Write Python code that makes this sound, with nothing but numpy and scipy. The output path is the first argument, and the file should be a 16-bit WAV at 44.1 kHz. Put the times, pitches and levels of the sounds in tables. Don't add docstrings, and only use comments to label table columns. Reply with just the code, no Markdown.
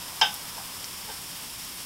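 import sys
import numpy as np
from scipy import signal
from scipy.fft import rfft, irfft
from scipy.io import wavfile

SR = 44100
rng = np.random.default_rng(int(sys.argv[2]) if len(sys.argv) > 2 else 0)


def master_out(mix):
    frames = np.transpose(np.atleast_2d(mix))
    ceiling = np.clip(frames, -1, 1)
    pcm = np.round(ceiling * 32767).astype(np.int16)
    wavfile.write(sys.argv[1], SR, pcm)


N = 81585
TOP_HZ = 15750


def undb(db):
    return 10 ** (np.asarray(db) / 20)


def unit(x):
    return x / np.sqrt(np.mean(x ** 2))


def colour(x, spectrum):
    points_hz, density_db = np.array(spectrum, float).T
    freq_hz = np.maximum(np.fft.rfftfreq(N, 1 / SR), 1)
    gain_db = np.interp(np.log(freq_hz), np.log(points_hz), density_db)
    return unit(irfft(rfft(x) * undb(gain_db), N))


def resonate(x, centre_hz, width_hz):
    freq_hz = np.maximum(np.fft.rfftfreq(N, 1 / SR), 1)
    detuning = (freq_hz - centre_hz ** 2 / freq_hz) / width_hz
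    return irfft(rfft(x) / (1 + detuning ** 2), N)


def band_noise(centre_hz, width_hz):
    return unit(resonate(rng.standard_normal(N), centre_hz, width_hz))


def since(start_s):
    return np.maximum(np.arange(N) / SR - start_s, 0)


def fade(age_s, t60_s, rise_s=1 / SR):
    return (1 - np.exp(-age_s / rise_s)) * np.exp(-np.log(1000) * age_s / t60_s)


def sizzle(level_db=-38.5, bursts_per_s=1500, spread_db=2.5, crackle_db=-10, flutter_rms_db=0.63):
    # freq_hz, density_db
    frying_spectrum = [(300, -12.5), (700, -20.5), (1020, -10), (1300, -12), (1700, -12), (2100, -10.5),
                       (2600, -9.5), (3100, -6.5), (3600, -7.5), (4100, -11), (4700, -7.5), (5250, -2.5),
                       (5600, -5.5), (6200, -12), (8500, -8.5), (12500, -10.5), (14000, -13.5),
                       (16000, -16)]
    onsets = rng.random(N) < bursts_per_s / SR
    size_db = spread_db * np.minimum(rng.exponential(size=N), 5)
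    hiss = rng.standard_normal(N)
    bursts = onsets * undb(size_db) * rng.choice([-1, 1], N)
    frying = colour(hiss + undb(crackle_db) * unit(bursts), frying_spectrum)
    flutter_db = flutter_rms_db * band_noise(centre_hz=10.4, width_hz=20.8)
    return undb(level_db + flutter_db) * frying


def rumble():
    # freq_hz, density_db
    rumble_spectrum = [(15, -23), (28, -12), (60, -5), (115, -2), (142, -6.5), (175, 2), (230, -9),
                       (290, -6.5), (350, -15), (520, -19.5), (900, -35), (2000, -26)]
    # time_s, level_db
    swells = [(0, -52), (.2, -52.5), (.27, -48), (.36, -53.5), (.72, -50.5), (.97, -51.5), (1.3, -50.5),
              (1.52, -50.5), (1.85, -51.5)]
    level_db = np.interp(since(0), *np.array(swells).T)
    return undb(level_db) * colour(rng.standard_normal(N), rumble_spectrum)


def distant_rush(start_db=-47, fall_db_per_s=3):
    # freq_hz, density_db
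    rush_spectrum = [(200, -12), (400, -9), (700, -5), (1000, 1), (1400, -7.5), (2500, -12.5), (5000, -41)]
    level_db = start_db - fall_db_per_s * since(0)
    return undb(level_db) * colour(rng.standard_normal(N), rush_spectrum)


def ring(age_s, modes, t60_scale):
    return sum(undb(level_db) * np.sin(2 * np.pi * pitch_hz * age_s)
               * fade(age_s, t60_s * t60_scale, rise_ms / 1000)
               for pitch_hz, level_db, t60_s, rise_ms in modes)


def blow(start_s, metal_db, cutoff_hz, t60_scale, bowl_db):
    crack_spectrum = [(300, -47), (1000, -7), (2400, 1), (3400, 0), (4200, -4), (5200, 5), (6400, -15),
                      (7200, -7), (11000, -49)]
    clang_spectrum = [(280, -40), (430, -18), (520, -14.5), (850, 4.5), (1150, -10.5), (1600, 1.5),
                      (1850, -5.5), (2400, -4), (3050, 7), (3780, 1.5), (3980, -16.5), (4650, -12),
                      (5100, 2.5), (5500, -7), (6400, -8.5), (7000, -28), (11000, -42)]
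    # pitch_hz, level_db, t60_s, rise_ms
    grill_modes = [(704, -18, 0.28, 7.3), (785, -12, 0.27, 9.3), (836, -13.5, 0.36, 7.1),
                   (880, 4, 0.088, 3.8), (963, -13.5, 0.083, 1.2), (1145, -22.5, 0.27, 3),
                   (1217, -17.5, 0.175, 3), (1522.5, -11, 0.27, 7.6), (1557, 0.5, 0.14, 15),
                   (1616, -16.5, 0.13, 4.5), (2670, -19, 0.16, 1), (2840, -8.5, 0.1, 1),
                   (3100, -8.5, 0.15, 2.7), (3118, -4, 0.2, 3), (3437, -16, 0.3, 0.57),
                   (3637, -9.5, 0.22, 0.42), (3690, -18.5, 0.34, .5), (4940, -23, 0.13, .5),
                   (5075, -11.5, 0.24, .5), (5228, -13.5, 0.16, .5)]
    bowl_modes = [(182, -18, .2, 18), (442, -3.5, .13, 14.5), (530, 2, 0.12, 22.5)]
    rise_s, seating_lag_s = 0.0011, 0.0032
    age_s = since(start_s)
    clang = colour(rng.standard_normal(N), clang_spectrum)
    clang *= fade(age_s, t60_s=0.26 * t60_scale, rise_s=rise_s)
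    crack = colour(rng.standard_normal(N), crack_spectrum) * fade(age_s, t60_s=0.062)
    thud = band_noise(centre_hz=885, width_hz=190)
    thud *= fade(since(start_s + seating_lag_s), t60_s=0.028, rise_s=rise_s)
    tones = ring(age_s, grill_modes, t60_scale)
    metal = undb(-16) * tones + undb(-21) * (clang + crack) + undb(-18) * thud
    contact_lowpass = signal.butter(2, cutoff_hz, fs=SR, output="sos")
    bowl = ring(age_s, bowl_modes, t60_scale)
    return undb(metal_db) * signal.sosfilt(contact_lowpass, metal) + undb(bowl_db) * bowl


def spit(start_s, level_db, centre_hz, width_hz):
    tick = resonate(signal.unit_impulse(N, int(start_s * SR)), centre_hz, width_hz)
    splatter = band_noise(centre_hz, width_hz) * fade(since(start_s), t60_s=0.045)
    return undb(level_db) * (tick / tick.max() + undb(-21.5) * splatter)


def scene():
    # start_s, metal_db, cutoff_hz, t60_scale, bowl_db
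    grill_blows = [(.2133, 2, 11900, 0.95, -28.5), (.579, -9.5, 850, .45, -58), (.593, -21, 910, 0.42, -52),
                   (1.073, -23, 1090, 1, -44), (1.087, -16, 1200, 0.76, -34.5),
                   (1.098, -23, 2800, .45, -37)]
    # start_s, level_db, centre_hz, width_hz
    fat_spits = [(0.3418, -14.5, 11500, 6040), (0.343, -22, 8800, 8000), (.3633, -28, 5130, 700),
                 (.8423, -22, 2200, 3000), (.8442, -16.5, 5650, 2200), (0.8487, -28, 5400, 1300),
                 (.949, -43, 5130, 8000), (1.6475, -20, 6500, 11000)]
    mono = sizzle() + rumble() + distant_rush()
    mono += sum(blow(*row) for row in grill_blows)
    mono += sum(spit(*row) for row in fat_spits)
    return np.array([mono, mono])


def record(dry):
    return signal.sosfilt(signal.ellip(12, .1, 80, TOP_HZ, fs=SR, output="sos"), dry)


dry = scene()
out = record(dry)
master_out(out)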